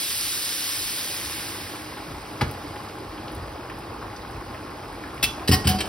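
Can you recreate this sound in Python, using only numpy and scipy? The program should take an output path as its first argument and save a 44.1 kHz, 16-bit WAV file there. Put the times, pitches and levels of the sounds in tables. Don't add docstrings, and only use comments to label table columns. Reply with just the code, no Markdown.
import sys
import numpy as np
from scipy import signal
from scipy.fft import rfft, irfft, next_fast_len
from scipy.io import wavfile
from scipy.ndimage import uniform_filter1d

SR = 44100
rng = np.random.default_rng(int(sys.argv[2]) if len(sys.argv) > 2 else 0)


def undo_db(level):
    steps = np.asarray(level, float) / 20
    return 10 ** steps


def master_out(mix):
    frames = np.transpose(np.atleast_2d(mix))
    ceiling = np.clip(frames, -1, 1)
    pcm = np.round(ceiling * 32767).astype(np.int16)
    wavfile.write(sys.argv[1], SR, pcm)


N = 259352

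# (time [s], level [dB])
PAN_HEAT = [(0.0, -32), (0.8, -33), (1.05, -35), (1.36, -37), (1.6, -41), (1.8, -45), (1.95, -48),
            (2.3, -50), (2.6, -49.5), (3.0, -52), (4.0, -53.5), (5.88, -51.5)]
# (frequency [Hz], density [dB per Hz])
STEAM_SPECTRUM = [(300, -14.5), (900, -18.5), (1800, -7), (3000, -3), (4200, -1), (5100, 0.5), (5800, -5),
                  (6500, -11), (7500, -6), (8700, -7), (10500, -8.5), (13500, -8), (15800, -13)]
# (frequency [Hz], density [dB per Hz])
BOIL_SPECTRUM = [(25, -40), (50, -20), (100, -5), (170, -8), (300, -3), (600, -8.5), (1000, -9), (1600, -9),
                 (2500, -12.5), (4000, -20), (8000, -53)]
# (frequency [Hz], width [Hz], gain [dB])
BODY_RESONANCES = [(86, 84, 1), (306.4, 35, -4.5), (830, 59, -3.5), (1080, 84, -5.5)]
# (frequency [Hz], width [Hz], gain [dB])
PAN_WALL_RESONANCE = (4870, 200, 20.6)
# (time [s], width [s], lift of trickle [dB], lift of boil [dB])
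LAST_GUSH = (1.27, 0.45, 3.1, 1.75)
# (time [s], strength [1])
STRAINER_LANDINGS = [
    (5.24, 0.42),
    (5.5, 1.2),
    (5.67, 0.7),
    (5.83, 0.63),
]
# (time [s], peak [dB], centre [Hz])
DRIPS_AND_TICKS = [(2.511, -38, 11800), (2.759, -34.5, 2300), (2.834, -47, 9160), (2.885, -42, 4500),
                   (2.985, -49.5, 9690), (3.177, -39, 2800), (3.28, -36.5, 3470), (3.317, -44, 10300),
                   (3.348, -40, 10800), (3.697, -32.5, 1990), (3.787, -46, 10400), (3.9, -46, 3000),
                   (4.024, -30.5, 1100), (4.163, -40, 4870), (4.218, -42, 3800), (4.307, -48, 10100),
                   (4.545, -35, 1980), (4.926, -50, 9180), (5.036, -30.5, 1500), (5.144, -47, 10900),
                   (5.178, -40, 2500), (5.379, -28.5, 900), (5.396, -38, 2500), (5.416, -28.5, 1110)]
# (frequency [Hz], level [dB], t60 [s])
POT_MODES = [(382, -2, 0.056), (504, -10, 0.04), (686, -3, 0.037), (840, 0, 0.036), (1010, 2.5, 0.049),
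             (1180, 0, .04), (1390, -3, .035), (1650, -2, .035), (1970, -5, .03), (2180, -12, .03),
             (4797, -13, .03)]
# (frequency [Hz], level [dB], t60 [s])
STRAINER_MODES = [(2250, -20, 0.088), (2430, -13, 0.056), (2630, 7, 0.075), (2890, 3, 0.082),
                  (3420, 4, 0.068), (3780, 0.5, .06), (4500, -12, .07), (4830, -1, 0.053), (5240, 2, 0.07),
                  (5760, -11, .06), (9000, -7, 0.044), (9900, -16, .05)]
# (frequency [Hz], level [dB], t60 [s])
BOWL_MODES = [(1890, -6.5, 0.24), (2156, -11, 0.18), (2690, -6, 0.11), (2915, -1.5, 0.08), (3050, -3, .07),
              (4005, -10, 0.066), (4360, -7, 0.077), (4620, -2, 0.073), (4700, -5, .08), (5240, -1, 0.082),
              (5180, -6, 0.073), (8130, -3, 0.084), (11200, -6, 0.055)]
# (frequency [Hz], level [dB], t60 [s])
LOADED_BOWL_MODES = [(1712, -4, 0.076), (1873, -11, 0.081), (2300, -6, 0.062), (2690, -6, 0.064),
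                     (2957, 0, 0.06), (3140, 0.5, 0.076), (3900, -6, 0.08), (4250, -5, 0.072),
                     (4770, 1.5, 0.1), (5330, -6.5, 0.087), (5470, -10.5, 0.047), (8260, 1, 0.055),
                     (11300, -14, 0.044)]
# (frequency [Hz], level [dB], t60 [s])
COUNTER_MODES = [(88, -1, 0.26), (107.7, 0, 0.37), (137.8, 1.5, 0.18), (161, -6, 0.13), (197.4, -1, 0.27),
                 (226.7, -1, 0.17), (275, -6, 0.16), (353, -2.5, 0.13), (396, -6, 0.088),
                 (445, -12.5, 0.17)]
# (time [s], ring [dB], crack [dB], rattle length [s], crack tilt [dB per octave])
POT_CLASHES = [
    (2.4105, -32, -31.5, .001, -6.5),
    (2.4117, -29, -29.5, 0.0011, -6),
    (2.4135, -29.5, -29.5, .001, -7),
    (2.4155, -32, -30.5, .001, -8),
    (2.418, -29.5, -32, 0.0033, -9),
]
# (time [s], ring [dB], crack [dB], rattle length [s], crack tilt [dB per octave])
STRAINER_CLASHES = [
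    (5.227, -21.5, -19, 0.016, 0.54),
    (5.239, -24.5, -28, 0.0097, .2),
]
# (time [s], ring [dB], crack [dB], rattle length [s], crack tilt [dB per octave])
BOWL_CLASHES = [
    (5.476, -23.5, -27.5, 0.022, 1.6),
    (5.514, -27, -28, 0.006, .3),
    (5.519, -21.5, -25, 0.013, .3),
    (5.531, -21, -21.5, 0.017, .3),
]
# (time [s], ring [dB], crack [dB], rattle length [s], crack tilt [dB per octave])
LOADED_BOWL_CLASHES = [
    (5.644, -35, -36, 0.025, -5),
    (5.671, -21.5, -23, 0.0092, 2),
    (5.688, -32, -23.5, 0.0115, .3),
    (5.706, -32, -29.5, 0.015, -3),
    (5.745, -41, -39, 0.015, -1),
    (5.786, -31.5, -36, .012, -6),
    (5.804, -28, -28, 0.0091, -3.5),
    (5.856, -42, -45, .012, .3),
]
# (time [s], level [dB], contact time [s])
COUNTER_THUDS = [(2.417, -18, 0.0034), (2.425, -11.5, 0.0043), (5.236, -20, 0.0044), (5.4917, -5.5, 0.0026),
                 (5.4963, -13, 0.0022), (5.503, -8, .004), (5.513, -10.5, 0.0049), (5.536, -22, .003),
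                 (5.549, -20, 0.003), (5.654, -13, 0.0066), (5.666, -11.5, 0.0061), (5.677, -15.5, 0.0057),
                 (5.7, -17, 0.005), (5.714, -30, .004), (5.748, -20.5, 0.0035), (5.785, -26, 0.0042)]
# (time [s], frequency [Hz], level [dB], t60 [s])
SINGING_PARTIALS = [(2.432, 89.3, -25, 0.36), (5.5, 110, -14, 0.28), (5.5, 282, -26, 0.13),
                    (5.66, 111.8, -18, .3), (5.682, 197, -19, 0.38), (5.232, 3140, -35, .3),
                    (5.478, 4005, -20.5, .09), (5.512, 1080, -28.5, 0.39), (5.522, 754, -23.5, 0.17),
                    (5.52, 1890, -24, 0.1), (5.525, 5240, -30, 0.18), (5.674, 1650, -29, .15),
                    (5.682, 746, -25.5, 0.33), (5.69, 1067, -32.5, 0.28), (5.8, 2980, -36, .15)]
# (frequency [Hz], density [dB per Hz])
SHUDDER_SPECTRUM = [(20, -40), (30, -9), (50, 6.5), (70, 0.5), (100, 1), (140, -2.5), (200, -56),
                    (400, -60)]
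# (time [s], level [dB])
WEIGHT_SHIFTS = [(.29, -54), (.83, -50), (1.3, -47), (1.65, -55), (2.13, -50), (2.45, -40), (2.77, -58),
                 (3.12, -50), (3.4, -38.5), (3.75, -48), (4.04, -49), (4.35, -44), (4.88, -51), (5.25, -38),
                 (5.55, -39), (5.82, -42)]
# (frequency [Hz], t60 [s])
KITCHEN_T60 = [(100, 0.33), (500, 0.64), (2000, 0.25), (6000, 0.33), (14000, 0.18)]
# (frequency [Hz], lead of left [rad], likeness [0-1], left minus right [dB])
PORT_PAIR = [(0, 0, 0.98, 5), (110, 0, 0.98, 0), (250, -0.34, 1, -1.4), (665, -0.5, 0.79, 1.5),
             (1700, 0.78, 0.68, -0.5), (2580, 0.7, 0.69, -1.5), (4400, 1.23, 0.9, -2),
             (5150, 0.05, 0.93, 0), (6060, 1.75, 0.5, 0), (6520, 2.5, 1, -2), (7216, 3, 0.96, -0.5),
             (10400, 6.5, .93, 0.5), (13800, 9, 1, -1), (15500, 12, 0.8, 0), (16700, 12.9, .9, 0)]
# (frequency [Hz], difference [dB])
LOST_UNDER = [(1500, 22), (2000, 15), (5500, 16), (6300, 7.5), (16000, 7.5)]


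def pan():
    t = np.arange(N) / SR
    heat_db = np.interp(t, *np.transpose(PAN_HEAT))
    knee_db, share = -45, 0.56
    held_db = share * 10 * np.log10(1 + undo_db(2 * (heat_db - knee_db)))
    stir = stirring(t)
    return steam(heat_db, stir) + broth(t, heat_db, held_db, stir) + stove(t, held_db)


def steam(heat_db, stir):
    fizz = bubbles(1802, 11000, cycles=3, per_s=2393, spread_db=2, level_db=-6)
    bed = patchy_noise(1.0, 0.39, wide=6, long=10)
    sound = coloured(bed + fizz, lambda hz: read(STEAM_SPECTRUM, hz))
    hiss, top = split(evened(sound), 6500)
    hiss_db = heat_db + 3.0 + 5 * stir
    top_db = -24 + 1.263 * (heat_db + 32.5) + 12 * stir
    return hiss * undo_db(hiss_db) + top * undo_db(top_db)


def broth(t, heat_db, held_db, stir):
    gurgle = bubbles(306, 2798, cycles=5.5, per_s=700, spread_db=2, level_db=-9)
    bed = patchy_noise(1.25, 0.76, wide=3, long=12)
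    body = [(hz, width, 7.5 + 0.5 * db) for hz, width, db in BODY_RESONANCES] + [PAN_WALL_RESONANCE]
    sound = coloured(bed + gurgle, lambda hz: read(BOIL_SPECTRUM, hz) + peaks(body, hz))
    boil, trickle = split(sound, 1370)
    gush_s, gush_width_s, trickle_lift_db, boil_lift_db = LAST_GUSH
    gush = bump(t, gush_s, gush_width_s)
    boil_db = -36.79 - held_db + boil_lift_db * gush + 3.4 * stir
    trickle_db = -36.2 + 0.56 * (heat_db + 32.5) - held_db + trickle_lift_db * gush + 4 * stir
    return evened(boil) * undo_db(boil_db) + evened(trickle) * undo_db(trickle_db)


def stirring(t):
    rise_s, fall_s = 0.025, 0.12
    total = np.zeros(len(t))
    for s, strength in STRAINER_LANDINGS:
        since = np.maximum(t - s, 0)
        total += strength * (1 - np.exp(-since / rise_s)) * np.exp(-since / fall_s)
    return total


def patchy_noise(patch_db, flicker_db, wide, long):
    frames = N // 256 + 5
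    z = rng.standard_normal((frames, 257, 5)).T
    patches = evened(uniform_filter1d(uniform_filter1d(z[4], wide, 0), long, 1))
    flicker = evened(uniform_filter1d(rng.standard_normal(frames), size=3))
    spectra = (z[:2] + 1j * z[2:4]) * undo_db(patch_db * patches + flicker_db * flicker)
    noise = signal.istft(spectra, window="cosine", nperseg=512, noverlap=256)[1]
    return evened(noise[:, :N])


def bubbles(low_hz, high_hz, cycles, per_s, spread_db, level_db, count=600):
    draws = rng.random((20000, 3))[:int(per_s * N / SR)]
    hz = low_hz * (high_hz / low_hz) ** draws[:, 1:2]
    steps = np.arange(min(int(1.8 * cycles * SR / low_hz), count))
    turns = (steps * hz / SR).astype(np.float32)
    size = undo_db(-spread_db * np.log(draws[:, 2:] + 0.0049)) * hz
    rising = np.sin(2 * np.pi * turns * (1 + 0.045 * turns / cycles))
    chirps = size * rising * np.exp(-2 * turns / cycles)
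    places = (draws[:, :1] * N).astype(int) + steps
    out = np.bincount(places.ravel(), chirps.ravel(), N)[:N]
    return undo_db(level_db) * evened(np.array([out, np.roll(out, N // 3)]))


def utensils():
    out = np.zeros(N)
    struck = ((POT_MODES, POT_CLASHES), (STRAINER_MODES, STRAINER_CLASHES),
              (BOWL_MODES, BOWL_CLASHES), (LOADED_BOWL_MODES, LOADED_BOWL_CLASHES))
    for modes, clashes in struck:
        response = ring(modes)
        for row in clashes:
            add(out, row[0], clash(response, *row[1:]))
    for source, rows in ((thud, COUNTER_THUDS), (sing, SINGING_PARTIALS), (tick, DRIPS_AND_TICKS)):
        for row in rows:
            add(out, row[0], source(*row[1:]))
    return out


def clash(response, ring_db, crack_db, length, tilt_db):
    t = np.arange(len(response)) / SR
    force = rng.standard_normal(len(t)) * undo_db(3.9 * rng.exponential(1, len(t)))
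    contacts = force * (t < length) * np.exp(-t / length)
    rung = signal.fftconvolve(contacts, response)[:len(t)]
    hiss = rng.standard_normal(len(t)) * np.minimum(np.exp((length - t) / 0.0096), 1) * np.minimum(t / 0.0011, 1)
    crack = coloured(hiss, lambda hz: tilt_db * np.log2(np.maximum(hz, 500) / 3000)
                     + 0.6 * read(STEAM_SPECTRUM, hz))
    head = slice(0, SR // 50)
    return undo_db(ring_db) * rung / rung[head].std() + undo_db(crack_db) * crack / crack[head].std()


def ring(modes, pitch=1, sustain=1, loose_db=-5):
    t = np.arange(SR // 5, dtype=np.float32) / SR
    hz, db, t60 = np.transpose(modes)[:, :, None]
    loose = np.array([0, 1, 1])[:, None, None]
    detune = 1 + 0.031 * rng.standard_normal((3, len(modes), 1)) * loose
    fall = np.log(1000) / (np.clip(t60, 0.015, 0.5) * sustain * (1 - 0.4 * loose))
    size = undo_db(db + loose_db * loose)
    partials = size * np.exp(-fall * t) * np.sin(2 * np.pi * hz * pitch * detune * t)
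    return partials.sum((0, 1)) * np.minimum((t[-1] - t) / 0.03, 1)


def thud(db, contact):
    push = np.hanning(int(0.46 * contact * SR) + 3)
    sustain = 0.57 + 0.02 * (db + 7)
    boom = signal.fftconvolve(push, ring(COUNTER_MODES, 1.009, sustain, loose_db=-15.0))
    boom = signal.sosfilt(signal.butter(2, 65, "high", fs=SR, output="sos"), boom)
    return undo_db(db) * boom / abs(boom).max()


def sing(hz, db, t60):
    t = np.arange(SR // 4) / SR
    drift = uniform_filter1d(uniform_filter1d(rng.standard_normal(len(t)), size=300), size=300)
    level_db = db + 3.9 * evened(drift) - 60 * t / t60
    return undo_db(level_db) * (1 - np.exp(-t / 0.0058)) * np.sin(2 * np.pi * hz * t)


def tick(db, hz):
    t = np.arange(1500) / SR

    def shape_db(f):
        octaves = np.log2((f + 50) / hz)
        return np.maximum(-9 * (octaves / 0.59) ** 2, -17.5 - 5.4 * abs(octaves))

    burst = coloured(rng.standard_normal(len(t)), shape_db)
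    return undo_db(db - 0.5) * evened(burst) * np.exp(-t / 0.0087) * np.minimum(t / 0.00043, 1)


def stove(t, held_db):
    shudder = coloured(rng.standard_normal((2, N)), lambda hz: read(SHUDDER_SPECTRUM, hz))
    sway = undo_db(-48 - 1.5 * held_db)
    for s, db in WEIGHT_SHIFTS:
        sway += undo_db(db) * bump(t, s, 0.068)
    return evened(shudder) * sway


def kitchen(x):
    hz, t, z = signal.stft(rng.standard_normal((2, SR // 2)), SR, nperseg=128)
    tail = signal.istft(z * undo_db(-60 * t / read(KITCHEN_T60, hz)[:, None]), SR, nperseg=128)[1]
    tail = np.pad(tail, ((0, 0), (100, 0)))
    return signal.fftconvolve(x[None], tail / np.linalg.norm(tail[0]), axes=1)[:, :N]


def ports(shared, other):
    size = next_fast_len(N, True)
    f, *columns = np.transpose(PORT_PAIR)
    lead, alike, balance_db = (np.interp(np.fft.rfftfreq(size, 1 / SR), f, c) for c in columns)
    alike = np.clip(alike, 0, 1)
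    left = rfft(shared, size)
    right = (alike * left + np.sqrt(1 - alike ** 2) * rfft(other, size)) * np.exp(-1j * lead)
    pair = np.array([left * undo_db(balance_db / 2), right * undo_db(-balance_db / 2)])
    return irfft(pair, size)[:, :N]


def thin_stereo(x, shift=382, size=32):
    frame = dict(window="cosine", nperseg=2048, noverlap=1024)
    pair = np.pad(np.array([x[0] + x[1], x[0] - x[1]]) / 2, ((0, 0), (shift, 0)))
    hz, _, z = signal.stft(pair, SR, **frame)
    power = (abs(z[:, :1024]) ** 2).reshape(2, -1, size, z.shape[2]).sum(2)
    under_db = read(LOST_UNDER, hz[size // 2:1024:size])[:, None]
    margin = undo_db(2 * under_db + 3.5 * rng.standard_normal(power.shape))
    z[:, :1024] *= np.repeat(power * margin > power[::-1], size, axis=1)
    z[1] *= (hz ** 2 / (hz ** 2 + 120 ** 2))[:, None]
    mid, side = signal.istft(z, SR, **frame)[1][:, shift:shift + N]
    return np.array([mid + side, mid - side])


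def evened(x):
    return x / np.sqrt(np.mean(abs(x) ** 2) + 1e-20)


def read(points, hz):
    f, value = np.transpose(points)
    return np.interp(np.log(hz + 1), np.log(f + 1), value)


def add(mix, s, sound):
    part = mix[round(s * SR):][:len(sound)]
    part += sound[:len(part)]


def coloured(x, db_of_hz):
    length = x.shape[-1]
    size = next_fast_len(length, True)
    gain = undo_db(db_of_hz(np.fft.rfftfreq(size, 1 / SR)))
    return irfft(rfft(x, size) * gain, size)[..., :length]


def split(x, hz, order=8):
    lower = coloured(x, lambda f: -20 * np.log10(1 + (f / hz) ** order))
    return lower, x - lower


def peaks(rows, hz):
    return sum(db / (1 + (2 * (hz - f) / w) ** 2) for f, w, db in rows)


def bump(t, s, width):
    return np.exp(-((t - s) / width) ** 2)


def scene():
    hiss, other_hiss = pan()
    hits = utensils()
    near, far = kitchen(hits)
    return ports(hiss + hits + undo_db(-9.5) * near, other_hiss + undo_db(-5.0) * far)


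def low_pass(x):
    return signal.sosfilt(signal.butter(12, 17110, fs=SR, output="sos"), x)


def record(dry):
    edge = signal.firwin(301, 15850, window=("kaiser", 9), fs=SR)
    limited = signal.oaconvolve(dry, edge[None], "same", axes=1)
    bass_cut = signal.butter(4, 42, "high", fs=SR, output="sos")
    mix = thin_stereo(signal.sosfilt(bass_cut, limited))
    return low_pass(mix)


dry = scene()
out = record(dry)
master_out(out)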